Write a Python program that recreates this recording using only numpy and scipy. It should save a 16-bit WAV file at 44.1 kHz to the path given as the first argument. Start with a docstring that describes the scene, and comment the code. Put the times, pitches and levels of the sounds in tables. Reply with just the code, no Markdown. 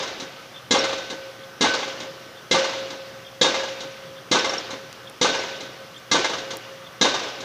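"""A distant piling hammer strikes a steel pile about once a second, heard across waste ground and trees.
Each blow begins as a thud, a crack and ringing steel, decaying modes under a noise burst; filtered echoes
from ground and walls follow, then a long scattered tail of noise, while the mast rings on.
Some blows are followed by pings of loose steel, and the ram clinks as it lifts before the next. Throughout,
the engine hums as a surging and sagging sine, over shaped noise of far machines, wind thumps and a few ticks."""
import sys
import numpy as np
from scipy import signal
from scipy.fft import rfft, irfft
from scipy.io import wavfile
from scipy.ndimage import uniform_filter1d

SR = 44100
rng = np.random.default_rng(int(sys.argv[2]) if len(sys.argv) > 2 else 0)


def dump_mix(stems):
    """Bounce the given channels to the path in sys.argv[1] as a 16-bit WAV at rate SR."""
    frames = np.atleast_2d(stems).T  # one column per channel
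    limited = np.clip(frames, -1, 1)  # hard clip at full scale
    pcm = np.round(limited * 32767).astype(np.int16)
    wavfile.write(sys.argv[1], SR, pcm)


N = 328104  # samples in the scene

# Background of far machines and wind. Each row: frequency in Hz, relative spectral level in dB.
YARD_SPECTRUM = [(15, -27), (25, -88), (124, -0.5), (286, -6.5), (357, -3), (957, -8), (1220, -2.5),
                 (1420, -5), (2630, -12), (3280, -10), (4090, -16.5), (5920, -14), (9000, -44),
                 (11700, -54), (19800, -120)]
YARD_DB, HISS_DB = -45, -57  # rms of the background and of the microphone's hiss, before filtering

# The governor hunts in a repeating swing. Each row: time into the swing in seconds, firing rate in Hz.
ENGINE_SWING = [(0, 121), (.23, 130), (.6, 123), (.9, 117.8), (1.4, 121.2)]
SWING_S, SWING_START_S = 1.775, .15  # period and offset of the swing, seconds
ENGINE_DB = -58.5  # rms of the firing tone

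# Puffs of wind on the microphone. Each row: start in seconds, level in dB, frequency in Hz.
WIND_THUMPS = [(1.659, -42, 88.8), (2.52, -36, 32.4)]

# Small dry ticks near the microphone. Each row: start in seconds, level in dB, centre in Hz, width in Hz.
DRY_TICKS = [(4.9285, -29, 4200, 3960), (5.0980, -32, 8450, 4000), (6.5700, -23.5, 10500, 5000)]
TICK_S = .0006  # time constant of a tick's decay, seconds

# Loose steel after some blows. Each row: start in seconds, level in dB, nominal frequency in Hz.
STEEL_PINGS = [(0.7897, -9.5, 5490), (4.3934, -11, 5400), (4.4942, -11, 5480), (4.5353, -15, 5600),
               (4.5803, -11, 5480), (5.3903, -17, 5470), (5.9783, -36, 7260)]

# Clinks of the lifting ram. Each row: time in seconds, level in dB.
RAM_CLINKS = [(0.5594, -36), (1.4321, -43), (2.372, -43), (3.2645, -37.5), (4.1794, -44), (5.0704, -41),
              (5.9614, -40.5), (6.8638, -40.5)]
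# A light touch before each clink and a bounce after. Each row: lag in seconds, relative level in dB.
CLINK_CHATTER = [(-.018, -4), (0, 3), (.017, -6)]
# Modes of the clink. Each row: frequency in Hz, relative level in dB, t60 in seconds.
CLINK_MODES = [(3250, 5.5, 0.034), (3290, 2, 0.04), (3520, -11, 0.034), (3550, 4, 0.058)]

# Modes of the ram. Each row: frequency in Hz, relative level in dB, t60 in seconds.
RAM_MODES = [(3350, -9, 0.13), (3694, -9, 0.3), (3970, 2, 0.051), (4180, -8, 0.026), (4570, -17.5, 0.19),
             (4770, -29, 0.03), (5050, -14, 0.12), (5640, -9.5, 0.082), (6020, -16, 0.14),
             (6540, -20, 0.14), (7100, -16.5, 0.13)]
# Modes of the pile and its cap. Each row: frequency in Hz, relative level in dB, t60 in seconds.
PILE_MODES = [(499, -2, 0.069), (812, -19.5, 0.075), (899, -10.5, 0.066), (1176, -14, 0.11),
              (1644, -10, 0.13), (2090, -5, 0.098)]
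# Modes of the mast. Each row: frequency in Hz, relative level in dB, t60 in seconds.
MAST_MODES = [(537.5, -13, 2.5), (541, -23, 1.8), (536, -7, .33), (1517, -11.5, .6), (1523, -26, 3.0),
              (1546, -17, .4), (2875, -21, .9), (2870, -33, 3.0), (3690, -19, 1.1)]
LOW_RING_HZ = 1000  # mast modes below this are set blow by blow

# Spectrum of the crack. Each row: frequency in Hz, relative spectral level in dB.
CRACK_SPECTRUM = [(60, -34), (150, 3), (300, 14), (600, -4.5), (1100, 3.5), (1800, -5), (2500, 0),
                  (3800, 9.5), (5000, 1.5), (6400, 4.5), (7500, -9), (9500, -19), (12000, -39),
                  (16000, -70)]
STEEL_LAG_S = 0.001003  # the crack and the ring trail the thud by this, seconds
SPAN = 2 ** 14  # samples that one arrival lasts

# Reflections from ground and walls. Each row: delay in seconds, then bass, middle and treble gain in dB.
REFLECTIONS = [(.011, -4, 2.5, 0), (.030, -4.5, 12, -8), (0.0374, -23, 6.5, -6.5), (.048, -11, 5.5, -10),
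               (.072, -9.5, -2, -8), (.129, -20, 4.5, -8.5), (.18, -31, -3, -15.5),
               (.219, -21.5, -1, -15.5), (.268, -23, -12, -19), (.391, -19.5, -11.5, -16),
               (.418, -16.5, -9.5, -24)]
# Frequencies in Hz at which the bass, middle and treble gains apply.
REFLECTION_HZ = (267, 770, 3900)
NEAR_S = .1  # echoes later than this, in seconds, count as far

# Scattering by trees and far buildings. Each row: frequency in Hz, relative level in dB, early t60 in seconds.
SCATTER_BANDS = [(60, -72, 0.33), (132, -20, 0.92), (250, 3, 1), (497, 9.5, 0.9), (860, 1.5, 0.99),
                 (2140, 0.5, 1.0), (3480, 0.5, 1), (5800, -3, 0.89), (7400, -15.5, 0.89), (9300, -39, 0.31),
                 (13000, -59, .5)]

# The blows, the first just before the start. Each row: start in seconds, strength in dB, then the gains in dB
# of the mast's low ring, of the ram's ring and of the far echoes.
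HAMMER_BLOWS = [(-.194, -15, -9.5, 6.5, 2.5), (0.7073, -14.5, 1.5, 3.5, 2.5), (1.6076, -14, -6, -1.5, 1.5),
                (2.51, -15, 0, -4, -0.5), (3.4118, -15, -0.5, 4.5, 0.5), (4.3126, -13.5, -1.5, -1, 2.2),
                (5.2119, -15, -2.5, 0.5, -0.5), (6.1124, -14.5, -4, 0.5, 4), (7.0109, -14, -7.5, 5.5, -0.5)]
USUAL_DB, DULLING = -15, 1  # each dB above the usual strength takes this many dB off the treble

EDGE_HZ = 15400  # upper band limit of the recorder


def gain_of(db):
    """Amplitude is ten to the power of a twentieth of the level in decibels."""
    return 10 ** (np.asarray(db) / 20)


def evened(x):
    """Division by the root mean square normalises a signal to rms 1."""
    return x / np.sqrt(np.mean(x ** 2) + 1e-20)


def read(hz_points, values, hz):
    """Interpolation along a logarithmic frequency axis joins the points by straight lines."""
    return np.interp(np.log(hz + 1), np.log(np.asarray(hz_points) + 1), values)


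def smoothed(x, size, axis=-1, second_size=None, second_axis=-1):
    """Two running means in turn leave only the slow drift of a noise, here at rms 1."""
    once = uniform_filter1d(x, size=size, axis=axis)
    return evened(uniform_filter1d(once, size=second_size, axis=second_axis))


def add(mix, s, sound):
    """Superposition: sounds sum sample by sample from time s, which may lie before the start."""
    at = round(s * SR)
    part = mix[max(at, 0):][:len(sound) + min(at, 0)]
    part += sound[max(-at, 0):][:len(part)]


def ring(modes, size, rise, spread_db):
    """Modal decay: struck steel sums dying sines, of random phase and of level varying at each call."""
    t = np.arange(size) / SR
    sound = np.zeros(size)
    for hz, db, t60 in modes:
        level_luck, phase_luck = rng.standard_normal(2)
        decay = gain_of(db + spread_db * level_luck - 60 * t / t60)
        sound += decay * np.sin(2 * np.pi * hz * t + np.pi * phase_luck)
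    return sound * (1 - np.exp(-t / rise))


def yard():
    """Incoherent addition: far machines and wind merge into shaped noise with drifting patches."""
    frames, hz = N // 256 + 5, np.fft.rfftfreq(1024, 1 / SR)
    real, imaginary, patches = rng.standard_normal((frames, 513, 3)).T
    patches = smoothed(patches, 12, axis=0, second_size=14, second_axis=1)
    level_db = read(*np.transpose(YARD_SPECTRUM), hz)[:, None] + 1.6 * patches
    spectrum = (real + 1j * imaginary) * gain_of(level_db)
    noise = signal.istft(spectrum, nperseg=1024, noverlap=768)[1][:N]
    return gain_of(YARD_DB) * evened(noise)


def engine():
    """Frequency modulation: the hunting firing rate, summed to phase, drives a tone and its half order."""
    swing_s = np.arange(N) / SR - SWING_START_S
    firing_hz = np.interp(swing_s, *np.transpose(ENGINE_SWING), period=SWING_S)
    firings = np.cumsum(firing_hz) / SR
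    tone = np.sin(2 * np.pi * firings)
    half_order = gain_of(-15) * np.sin(np.pi * firings)
    return np.sqrt(2) * gain_of(ENGINE_DB) * (tone + half_order)


def wind():
    """Pressure pulses: each puff on the microphone is a low sine that swells and dies quickly."""
    out, t = np.zeros(N), np.arange(8000) / SR
    swell = (t / 0.013) * np.exp(1 - t / 0.012)
    for s, db, hz in WIND_THUMPS:
        add(out, s, gain_of(db) * np.sin(2 * np.pi * hz * t) * swell)
    return out


def ticks():
    """Impulsive noise: a band of high noise under a steep exponential decay makes a dry snap."""
    out, t, hz = np.zeros(N), np.arange(1024) / SR, np.fft.rfftfreq(1024, 1 / SR)
    for s, db, centre_hz, width_hz in DRY_TICKS:
        band = np.exp(-((hz - centre_hz) / width_hz) ** 2)
        snap = evened(irfft(rfft(rng.standard_normal(1024)) * band))
        add(out, s, gain_of(db) * snap * np.exp(-t / TICK_S))
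    return out


def pings():
    """Beating of neighbouring modes: a close pair makes loose steel clink, not whistle."""
    out = np.zeros(N)
    for s, db, hz in STEEL_PINGS:
        pair = [(hz + 60, -4, .03), (hz - 120, -7, .025)]  # Hz, dB, t60 in seconds
        add(out, s, gain_of(db) * ring(pair, size=4000, rise=0.002, spread_db=2.5))
    return out


def clinks():
    """Repeated impact: the lifting ram touches, strikes and bounces, exciting its modes each time."""
    out = np.zeros(N)
    for s, db in RAM_CLINKS:
        for lag, touch_db in CLINK_CHATTER:
            touch = ring(CLINK_MODES, size=6000, rise=0.004, spread_db=3.0)
            add(out, s + lag, gain_of(db + touch_db) * touch)
    return out


def scattered():
    """Diffuse decay: countless weak reflections merge into noise, each band dying at its own speed."""
    hz, t, spectrum = signal.stft(rng.standard_normal(2 * SR), SR, nperseg=256)
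    band_hz, level_db, t60 = np.transpose(SCATTER_BANDS)
    fall_db = 60 * t / read(band_hz, t60, hz)[:, None]
    decay = np.hypot(gain_of(-fall_db), gain_of(-10.5 - 0.43 * fall_db))  # far reflections die more slowly
    # random patches make the tail's level uneven over time and frequency
    patches = smoothed(rng.standard_normal(spectrum.shape), 8, axis=0, second_size=5, second_axis=1)
    spectrum = spectrum * gain_of(read(band_hz, level_db, hz))[:, None] * decay * gain_of(1.42 * patches)
    tail = signal.istft(spectrum, SR, nperseg=256)[1][:2 * SR]
    return tail * (1 - np.exp(-np.arange(2 * SR) / SR / 0.048))


def mast(low_ring_db):
    """Lightly damped resonance: the mast's modes ring on, and each wavers on its way."""
    out = np.zeros(2 * SR)
    for mode_hz, db, t60 in MAST_MODES:
        sway = smoothed(rng.standard_normal(2 * SR), 2000, second_size=500)
        level_db = low_ring_db * (mode_hz < LOW_RING_HZ) + 2.9 * sway
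        out += gain_of(level_db) * ring([(mode_hz, db, t60)], size=2 * SR, rise=0.0067, spread_db=1.5)
    return out


def arrival(ram_db, pile_db, rise):
    """Propagation: spectrum of thud, crack and ring along one path, stirring air roughening crack and ring."""
    t, hz = np.arange(SPAN) / SR, np.fft.rfftfreq(SPAN, 1 / SR)
    push = (t / 0.0021) * np.exp(1 - t / 0.0018)
    thud = gain_of(-3.5) * np.sin(2 * np.pi * 255 * t) * push  # the pile's push
    burst = rng.standard_normal(SPAN) * gain_of(-60 * t / 0.15) * (1 - np.exp(-t / rise))
    crack = rfft(burst) * gain_of(read(*np.transpose(CRACK_SPECTRUM), hz))
    ram_ring = gain_of(ram_db) * ring(RAM_MODES, size=SPAN, rise=rise, spread_db=3.0)
    pile_ring = gain_of(pile_db) * ring(PILE_MODES, size=SPAN, rise=rise, spread_db=3.5)
    delay = np.exp(-2j * np.pi * hz * STEEL_LAG_S)
    return rfft(thud) + (rfft(ram_ring + pile_ring) + crack) * delay


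def blow(db, mast_db, ram_db, far_db):
    """Superposition of paths: direct sound, echoes, scattered tail and the ringing mast."""
    out, hz = scattered(), np.fft.rfftfreq(SPAN, 1 / SR)
    add(out, 0, irfft(arrival(ram_db, pile_db=-0.1, rise=0.0021)))
    for s, *colour_db in REFLECTIONS:
        carried = gain_of(read(REFLECTION_HZ, colour_db, hz) + far_db * (s > NEAR_S))
        # rough walls blunt the attack and blur the ring
        add(out, s, irfft(arrival(ram_db - 10.0, pile_db=-5.5, rise=0.0028) * carried))
    add(out, .04, mast(mast_db))  # the shock reaches the mast late
    hz = np.fft.rfftfreq(2 * SR, 1 / SR)
    treble = np.clip(np.log2(hz / 1000 + 1e-9), 0, 1)  # none below 1 kHz, full above 2 kHz
    treble_db = -DULLING * (db - USUAL_DB) * treble
    return irfft(rfft(out) * gain_of(db + treble_db))


def hammer():
    """Periodic impact: the ram falls on the pile about once a second, each blow computed anew."""
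    out = np.zeros(N)
    for s, *row in HAMMER_BLOWS:
        add(out, s, blow(*row))
    return out


def scene():
    """Superposition at the microphone: the pressures of all the sources add."""
    return (yard() + engine() + wind() + ticks() + pings() + clinks() + hammer())[None]


def record(dry):
    """Linear filtering: the microphone cuts the bass and adds hiss, the recorder limits the band."""
    thin = signal.sosfilt(signal.butter(2, 55, "high", fs=SR, output="sos"), dry)
    hissing = thin + gain_of(HISS_DB) * rng.standard_normal(N)
    band_limit = signal.firwin(511, EDGE_HZ, window=("kaiser", 9), fs=SR)
    return signal.oaconvolve(hissing, band_limit[None], "same")


dry = scene()
out = record(dry)
dump_mix(out)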